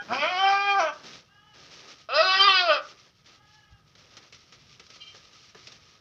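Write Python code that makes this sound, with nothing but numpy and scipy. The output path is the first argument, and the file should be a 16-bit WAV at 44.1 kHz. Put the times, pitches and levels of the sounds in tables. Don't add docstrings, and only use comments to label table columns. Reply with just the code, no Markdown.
import sys
import numpy as np
from scipy import signal
from scipy.fft import rfft, irfft, next_fast_len
from scipy.io import wavfile
from scipy.ndimage import map_coordinates

SR = 44100
rng = np.random.default_rng(int(sys.argv[2]) if len(sys.argv) > 2 else 0)


def put_to_file(sound):
    columns = np.atleast_2d(sound).T
    safe = np.clip(columns, -1, 1)
    whole_steps = np.round(safe * 32767)
    wavfile.write(sys.argv[1], SR, whole_steps.astype(np.int16))


N = 264996


def amp(db):
    return 10 ** (np.asarray(db) / 20)


def unit(x):
    return x / np.sqrt(np.mean(x ** 2) + 1e-20)


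def along(points, hz):
    f, v = np.transpose(points)
    return np.interp(np.log(hz + 1), np.log(f + 1), v)


def curves(rows, t):
    s, *columns = np.transpose(rows)
    return [np.interp(t, s, column) for column in columns]


def wobble(rate, size):
    knots = rng.standard_normal(int(size * rate / SR) + 4)
    return map_coordinates(knots, [np.arange(size) * rate / SR])


def delayed(x, seconds):
    return np.pad(x, (round(seconds * SR), 0))[:N]


def filtered(x, response):
    m = next_fast_len(len(x) + 8192)
    return irfft(rfft(x, m) * response(np.fft.rfftfreq(m, 1 / SR)), m)[:len(x)]


def noise(spectrum, size):
    return unit(filtered(rng.standard_normal(size), lambda hz: amp(along(spectrum, hz))))


def ringing(modes, size):
    def body(f):
        return sum(amp(db) * np.abs(f * w / (c * c - f * f + 1j * f * w)) ** 2 for c, w, db in modes)
    return unit(filtered(rng.standard_normal(size), body))


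def swept(centre_hz, width_hz):
    slow = filtered(rng.standard_normal(len(centre_hz)), lambda hz: 1 / (1 + (2 * hz / width_hz) ** 4))
    carrier = np.exp(2j * np.pi * np.cumsum(centre_hz - width_hz / 4) / SR)
    return unit(np.real(signal.hilbert(slow) * carrier))


# (time [s], pitch [Hz])
FIRST_PITCH = [(0.085, 200), (0.145, 256.9), (0.235, 299.7), (0.27, 340.8), (0.307, 369.2), (0.359, 362.8),
               (0.401, 383.8), (0.521, 396.2), (0.681, 402.6), (0.787, 392), (0.808, 335.3), (0.847, 315.3),
               (0.92, 278.4)]
# (time [s], vowel level [dB], mouth band level [dB], bright edge level [dB])
FIRST_LEVEL = [(0.085, -45, -53.5, -59), (0.122, -22, -43.8, -49.5), (0.15, -30.5, -27.5, -35),
               (0.17, -31, -43.5, -44.5), (0.2, -39, -27.5, -43.5), (0.235, -20, -25, -41.5),
               (0.285, -31.5, -30, -47.5), (0.335, -29, -35.5, -41.5), (0.44, -19.5, -27, -42),
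               (0.52, -23, -29.5, -36.5), (0.6, -25, -30.5, -43.5), (0.71, -23.5, -24.5, -41.8),
               (0.77, -21, -39, -45.5), (0.805, -20.5, -34, -37.7), (0.87, -27, -35.5, -52.5),
               (0.92, -39.7, -49, -55.4)]
# (time [s], mouth centre [Hz], edge centre [Hz])
FIRST_MOUTH = [(.15, 2430, 4957), (.21, 2633, 4900), (.28, 2943, 3900), (.44, 3050, 5200),
               (.49, 2400, 5000), (.74, 2400, 4513), (.81, 2600, 5830)]
# (frequency [Hz], level [dB])
FIRST_VOWEL = [(200, 3.5), (300, -20), (400, -15), (500, -6), (620, 1), (760, 4.5), (885, -7), (1225, -1.5),
               (1465, -7), (1570, -1.5), (1700, -24)]
# (frequency [Hz], level [dB])
FIRST_THROAT = [(1800, -5.5), (2000, -3), (2400, 3.5), (2800, -10), (3100, 2.5), (3600, -16.5),
                (4200, -17.5), (4800, -16.5), (5600, -18), (6200, -29.5), (6700, -48), (7300, -42.5),
                (10000, -81)]


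def first_bleat():
    return bleat(FIRST_PITCH, FIRST_LEVEL, FIRST_MOUTH, FIRST_VOWEL, FIRST_THROAT,
                 clear_db=-20.0, slack_db=13, jitter=.014, shimmer_db=2.5, low_rasp_db=-6, edge_rasp_db=11.5,
                 body_trim_db=-0.2, mouth_trim_db=-1.04, edge_trim_db=-1.5)


# (time [s], pitch [Hz])
SECOND_PITCH = [(2.088, 208.1), (2.156, 291.7), (2.218, 330.5), (2.231, 374.2), (2.326, 379.2),
                (2.434, 394), (2.472, 408.3), (2.483, 388.7), (2.538, 379), (2.644, 352.4), (2.678, 332.4),
                (2.711, 301.9), (2.746, 289.2), (2.8, 241.3)]
# (time [s], vowel level [dB], mouth band level [dB], bright edge level [dB])
SECOND_LEVEL = [(2.088, -36, -47.5, -51.5), (2.125, -28.5, -34.5, -47), (2.156, -19.0, -30, -27.5),
                (2.207, -15.5, -26, -28), (2.23, -27.5, -33.5, -32.5), (2.281, -21.5, -26.5, -23.5),
                (2.36, -25.5, -22, -30.5), (2.446, -22, -24, -25), (2.479, -20, -21.5, -32),
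                (2.596, -29.5, -21.5, -23.5), (2.635, -26, -37, -32.5), (2.711, -14, -24.5, -38.3),
                (2.744, -23.5, -28, -32.5), (2.8, -36, -39, -53)]
# (time [s], mouth centre [Hz], edge centre [Hz])
SECOND_MOUTH = [(2.2, 2670, 4920), (2.278, 2790, 3980), (2.38, 3096, 4970), (2.54, 3050, 4250),
                (2.6, 2630, 4440), (2.72, 2710, 4950)]
# (frequency [Hz], level [dB])
SECOND_VOWEL = [(250, -43), (400, -23.5), (510, -16.5), (640, 2.5), (790, -20.5), (975, -25.5), (1240, -4),
                (1400, -12), (1510, -12.5), (1770, -32.5)]
# (frequency [Hz], level [dB])
SECOND_THROAT = [(1750, -6.5), (1920, -2.5), (2120, -12), (2620, 1.5), (2880, -9.5), (3100, -0.5),
                 (3420, -7.5), (3750, 0.5), (4100, 5.5), (4450, -3), (5000, 1), (6100, -20), (6600, -35),
                 (10000, -66.5)]


def second_bleat():
    return bleat(SECOND_PITCH, SECOND_LEVEL, SECOND_MOUTH, SECOND_VOWEL, SECOND_THROAT,
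                 clear_db=-17, slack_db=3, jitter=0.01, shimmer_db=3.5, low_rasp_db=-5.5, edge_rasp_db=3,
                 body_trim_db=0.5, mouth_trim_db=-1.0, edge_trim_db=-1.5)


# (centre [Hz], width [Hz], level [dB])
RASP_RESONANCES = [(650, 260, -6), (1295, 200, 6)]
VOWEL_TOP_HZ, EDGE_FROM_HZ = 1750, 3620
QUAVER = .004
FRAY_DB, FRAY_FROM_HZ = 4.5, 1300
CROAK_DB = 3
UNEVEN = 0.44
FOCUS_DB = 6
RASP_PEAK_DB, RASP_PEAK_HZ = 0.5, 895


def bleat(pitch_rows, level_rows, mouth_rows, vowel, throat, clear_db, slack_db, jitter, shimmer_db,
          low_rasp_db, edge_rasp_db, body_trim_db, mouth_trim_db, edge_trim_db):
    start, end = pitch_rows[0][0], pitch_rows[-1][0]
    t = np.arange(round(start * SR), round(end * SR)) / SR
    size = len(t)
    pitch, = curves(pitch_rows, t)
    body_db, mouth_db, edge_db = curves(level_rows, t)
    mouth_hz, edge_hz = curves(mouth_rows, t)
    rasp = hoarseness(t, pitch, clear_db, slack_db)

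    pitch = pitch * (1 + QUAVER * wobble(60, size) + jitter * rasp * wobble(260, size))
    phase = 2 * np.pi * np.cumsum(pitch) / SR
    orders = np.arange(1, 31)[:, None]
    harmonic_hz = orders * pitch

    restless = np.minimum(harmonic_hz / FRAY_FROM_HZ, 1)
    flutter = amp(shimmer_db * restless * np.array([wobble(28, size) for _ in orders]))
    fray = np.sqrt(np.minimum(rasp, .5)) * restless
    flutter *= amp(FRAY_DB * fray * np.array([wobble(130, size) for _ in orders]))
    harmonics = np.cos(orders * phase - 4 * np.pi * np.sqrt(orders))
    stack = np.sqrt(2) * unit(flutter) * harmonics
    puffs = unit(1 + .85 * np.cos(phase - np.pi / 2))

    def below(hz, limit):
        return 1 / (1 + (hz / limit) ** 50)

    def low(hz):
        return amp(along(vowel, hz)) * below(hz, VOWEL_TOP_HZ)

    def mouth(hz):
        return amp(along(throat, hz)) * (below(hz, EDGE_FROM_HZ) - below(hz, VOWEL_TOP_HZ))

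    def edge(hz):
        return amp(along(throat, hz)) * (1 - below(hz, EDGE_FROM_HZ))

    def air(colour, centre_hz):
        still = unit(filtered(rng.standard_normal(size), colour))
        return unit(still + amp(RASP_PEAK_DB) * swept(centre_hz, RASP_PEAK_HZ))

    bands = [(low, body_db + body_trim_db, rasp * amp(low_rasp_db), ringing(RASP_RESONANCES, size)),
             (mouth, mouth_db + mouth_trim_db, rasp, air(mouth, mouth_hz)),
             (edge, edge_db + edge_trim_db, rasp * amp(edge_rasp_db), air(edge, edge_hz))]
    nearness = sum(np.exp(-(np.log(harmonic_hz / centre) / 0.047) ** 2) for centre in (mouth_hz, edge_hz))
    focus = amp(FOCUS_DB * nearness)
    voice = np.zeros(size)
    for colour, level_db, hoarse, hiss in bands:
        gains = colour(harmonic_hz) * focus
        tone = np.sum(gains * stack, axis=0) / (np.linalg.norm(gains, axis=0) + 1e-9)
        voice += amp(level_db) * (tone + hoarse * puffs * hiss) / np.hypot(1, hoarse)

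    voice *= unit(amp(CROAK_DB * np.minimum(rasp, .7) * wobble(200, size)))
    voice *= unit(1 + UNEVEN * np.minimum(rasp, .5) * wobble(40, size) * np.cos(phase / 2))
    fade = np.clip((t - start) / 0.0013, 0, 1) * np.clip((end - t) / 0.022, 0, 1)
    return np.pad(voice * fade, (round(start * SR), N))[:N]


# (time [s], half length [s], extra rasp [dB])
VOICE_CRACKS = [(.135, .05, 13.5), (.28, .025, 8.5), (0.442, .03, 3.5), (0.514, 0.033, 11.5),
                (0.825, .03, 5.5), (0.898, 0.034, 8), (2.234, 0.018, 7.5), (2.383, 0.04, 10),
                (2.498, 0.027, 5), (2.779, .03, 11)]
CLEAR_HZ = 413.6


def hoarseness(t, pitch, clear_db, slack_db, max_db=-3.5):
    cracks_db = sum(db * np.exp(-((t - s) / width) ** 2) for s, width, db in VOICE_CRACKS)
    sag_octaves = np.log2(CLEAR_HZ / pitch)
    return amp(np.minimum(clear_db + slack_db * sag_octaves + cracks_db, max_db))


# (frequency [Hz], level before a common lift [dB])
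EARLIER_PARTIALS = [(810, -44.5), (1465, -38), (1625, -38.5), (2412, -56), (3171, -49)]


def earlier_bleat(t):
    partials = sum(amp(db) * np.sin(2 * np.pi * hz * t + .7 * wobble(90, N)) for hz, db in EARLIER_PARTIALS)
    return partials * amp(4.0) * np.exp(-(t / 0.024) ** 2)


# (delay [s], level [dB])
NEAR_ECHOES = [(.0061, -12.5), (0.01, -13), (0.0147, -13.5), (0.0245, -17.5), (0.0356, -12.5)]


def near_walls(x):
    echoes = sum(amp(db) * delayed(x, delay) for delay, db in NEAR_ECHOES)
    colour = [(700, -15), (1600, -7.5), (2500, -3.5), (4500, 1)]  # (frequency [Hz], level [dB])
    return filtered(echoes, lambda hz: amp(along(colour, hz)))


# (frequency [Hz], level [dB])
BACK_WALL_COLOUR = [(600, -40.5), (900, -29), (1200, -15.5), (1600, -29), (5000, -36)]


def back_wall(x):
    return filtered(delayed(x, 0.077), lambda hz: amp(along(BACK_WALL_COLOUR, hz)))


# (frequency [Hz], level [dB])
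GRIT_COLOUR = [(600, -38), (1000, -24), (1240, 4.5), (1450, -11), (1750, -13), (2000, -2), (3000, -0.5),
               (4800, -1.5), (5500, 0.5), (6200, -6.5), (6700, -14.5), (8000, -29.5), (11000, -46.5)]
# (frequency [Hz], level [dB])
SHUFFLE_COLOUR = [(100, -21.5), (180, -3), (280, -5.5), (400, -3), (520, -4.5), (800, -9), (1200, -10.5),
                  (1800, -7.5), (3500, -49.5)]
# (time [s], crunch level [dB], thud level [dB], crunch t60 [s])
HOOF_STEPS = [(3.259, -46, -66.5, 0.13), (3.9515, -43.5, -61, 0.062), (4.1681, -34, -53, 0.084),
              (4.3242, -38, -56.5, 0.1), (4.345, -38.5, -73, 0.081), (4.5229, -42, -56, 0.18),
              (4.796, -35, -54, 0.058), (4.864, -42.5, -74, 0.046), (4.9012, -37.5, -57.5, 0.062),
              (4.9582, -35, -56.5, 0.027), (5.1446, -44, -52, 0.12), (5.5468, -41, -47.5, 0.058),
              (5.671, -32, -54, 0.052), (5.7184, -36, -55.5, 0.08)]


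def steps():
    out, t = np.zeros(N + SR), np.arange(SR // 4) / SR
    attack = 1 - np.exp(-t / 0.00081)
    for s, crunch_db, thud_db, t60 in HOOF_STEPS:
        crunch = amp(crunch_db - 6.5 - 60 * t / t60) * noise(GRIT_COLOUR, len(t))
        thud = amp(thud_db + 2 - 60 * t / 0.14) * noise(SHUFFLE_COLOUR, len(t))
        out[round(s * SR):][:len(t)] += (crunch + thud) * attack
    return out[:N]


# (centre [Hz], width [Hz], level [dB])
SQUEAK_RESONANCES = [(2353, 23, -2), (2830, 50, -2.5), (3136, 43, 2.5), (4040, 130, -9.5),
                     (4700, 160, -16.5)]
# (time [s], level [dB])
SQUEAK_LOUDNESS = [(4.99, -81.5), (5.005, -51), (5.02, -42.5), (5.037, -46), (5.048, -63), (5.065, -49),
                   (5.12, -55), (5.16, -80.5)]


def squeak(t):
    level_db, = curves(SQUEAK_LOUDNESS, t)
    return amp(level_db) * ringing(SQUEAK_RESONANCES, N)


# (frequency [Hz], t60 [s])
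PEN_DECAY = [(200, 0.47), (600, .22), (1200, 0.34), (3000, 0.072), (7000, 0.048)]


def pen(x):
    hz, t, z = signal.stft(rng.standard_normal(SR // 2), SR, nperseg=256)
    decay = amp(-60 * t / along(PEN_DECAY, hz)[:, None])
    tail = signal.istft(z * decay, SR, nperseg=256)[1]
    tail = np.pad(tail / np.linalg.norm(tail), (round(.008 * SR), 0))
    return signal.fftconvolve(x, tail)[:N]


# (start [s], length [s], top pitch [Hz], level before a common trim [dB])
FAR_BLEATS = [(1.253, .42, 421.2, -65), (3.294, .52, 424.5, -68)]
# (multiple of the pitch, level [dB])
FAR_HARMONICS = [(2, -3), (3, -2.5), (4, 0.5), (5, -9.5), (6, -14), (7, -2), (8, -8), (12, -15), (13, -22)]
FAR_SAG, FAR_FADE_S = 0.088, 0.072


def far_goat(t):
    out = np.zeros(N)
    for s, length, top_hz, level_db in FAR_BLEATS:
        arch = np.clip(2 * (t - s) / length - 1, -1, 1) ** 2
        pitch = top_hz * (1 - FAR_SAG * arch)
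        phase = 2 * np.pi * np.cumsum(pitch * (1 + .011 * wobble(22, N))) / SR
        stack = np.zeros(N)
        for multiple, db in FAR_HARMONICS:
            level = amp(db + 3 * wobble(16, N))
            stack += level * np.sin(round(multiple) * phase + 1.25 * wobble(80, N))
        fade = np.clip(np.minimum(t - s, s + length - t) / FAR_FADE_S, 0, 1)
        out += amp(level_db) * stack * fade
    return amp(-3) * (out + pen(out))


# (start [s], length [s], grit level [dB], dull shuffle level [dB])
DIRT_SCUFFS = [(0, 0.26, -52, -49.5), (0.916, 0.11, -55.5, -56), (1.02, 0.13, -48.5, -51),
               (1.53, 0.23, -55, -58.5), (1.693, 0.23, -50, -55), (1.925, 0.089, -56, -63.5),
               (2.805, 0.12, -54.5, -57.5), (2.952, 0.12, -57.5, -64), (3.234, 0.11, -58, -62),
               (3.44, .14, -62, -85), (3.854, .06, -61.5, -72), (3.966, 0.29, -57, -61),
               (4.32, 0.58, -59.5, -66), (4.875, 0.14, -54, -66), (5.026, 0.48, -55.5, -64.5),
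               (5.545, 0.266, -55.5, -64.5), (5.791, 0.18, -60, -65)]
SCUFF_ATTACK_S, SCUFF_RELEASE_S = .022, 0.054
STILL_GRIT_DB, STILL_SHUFFLE_DB = -68.5, -70.5


def scuffs(t):
    grit_level, shuffle_level = amp(STILL_GRIT_DB), amp(STILL_SHUFFLE_DB)
    for s, length, grit_db, shuffle_db in DIRT_SCUFFS:
        rise = np.clip((t - s) / SCUFF_ATTACK_S, 0, 1)
        stroke = rise * np.exp(-np.maximum(t - s - length, 0) / SCUFF_RELEASE_S)
        grit_level = np.maximum(grit_level, amp(grit_db) * stroke)
        shuffle_level = np.maximum(shuffle_level, amp(shuffle_db) * stroke)
    shuffle = shuffle_level * amp(0.73 * wobble(25, N)) * noise(SHUFFLE_COLOUR, N)
    grains = unit(amp(2.2 * wobble(900, N) + 0.97 * wobble(35, N)))
    grit = grit_level * amp(1.9 * wobble(29, N)) * grains * noise(GRIT_COLOUR, N)
    return shuffle + grit


def low_bump(t):
    return amp(-47.5) * np.exp(-((t - 3.735) / 0.03) ** 2) * ringing([(75, 32, 0)], N)


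# (frequency [Hz], level [dB])
RUMBLE_COLOUR = [(15, -50.5), (25, -21.5), (53, -3), (92, 2.5), (141, 4), (190, -5), (221, -7.5),
                 (400, -17.5), (520, -40.5), (880, -120)]
RUMBLE_DB = -65
STIR_S, STIR_DB = 3.7, 2


def rumble(t):
    return amp(RUMBLE_DB + STIR_DB * (t > STIR_S) + 1.8 * wobble(12, N)) * noise(RUMBLE_COLOUR, N)


def faint_ring(t):
    return amp(-72.5 + 2.3 * wobble(8.4, N)) * ringing([(1260, 72, 0)], N)


def scene():
    t = np.arange(N) / SR
    goat = first_bleat() + second_bleat()
    near = goat + near_walls(goat) + back_wall(goat) + steps() + squeak(t)
    near_in_pen = near + amp(-11.5) * pen(near)
    yard = scuffs(t) + low_bump(t) + rumble(t) + faint_ring(t)
    return (near_in_pen + earlier_bleat(t) + far_goat(t) + yard)[None]


def record(dry):
    colour = [(20, -4.0), (5800, 0.5), (6600, 1.5), (8000, 0.5), (12000, 2)]  # (frequency [Hz], level [dB])
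    heard = filtered(dry[0], lambda hz: amp(along(colour, hz)))
    heard = heard + amp(-84.5) * rng.standard_normal(N)
    return filtered(heard, lambda hz: hz < 15600)[None]


dry = scene()
out = record(dry)
put_to_file(out)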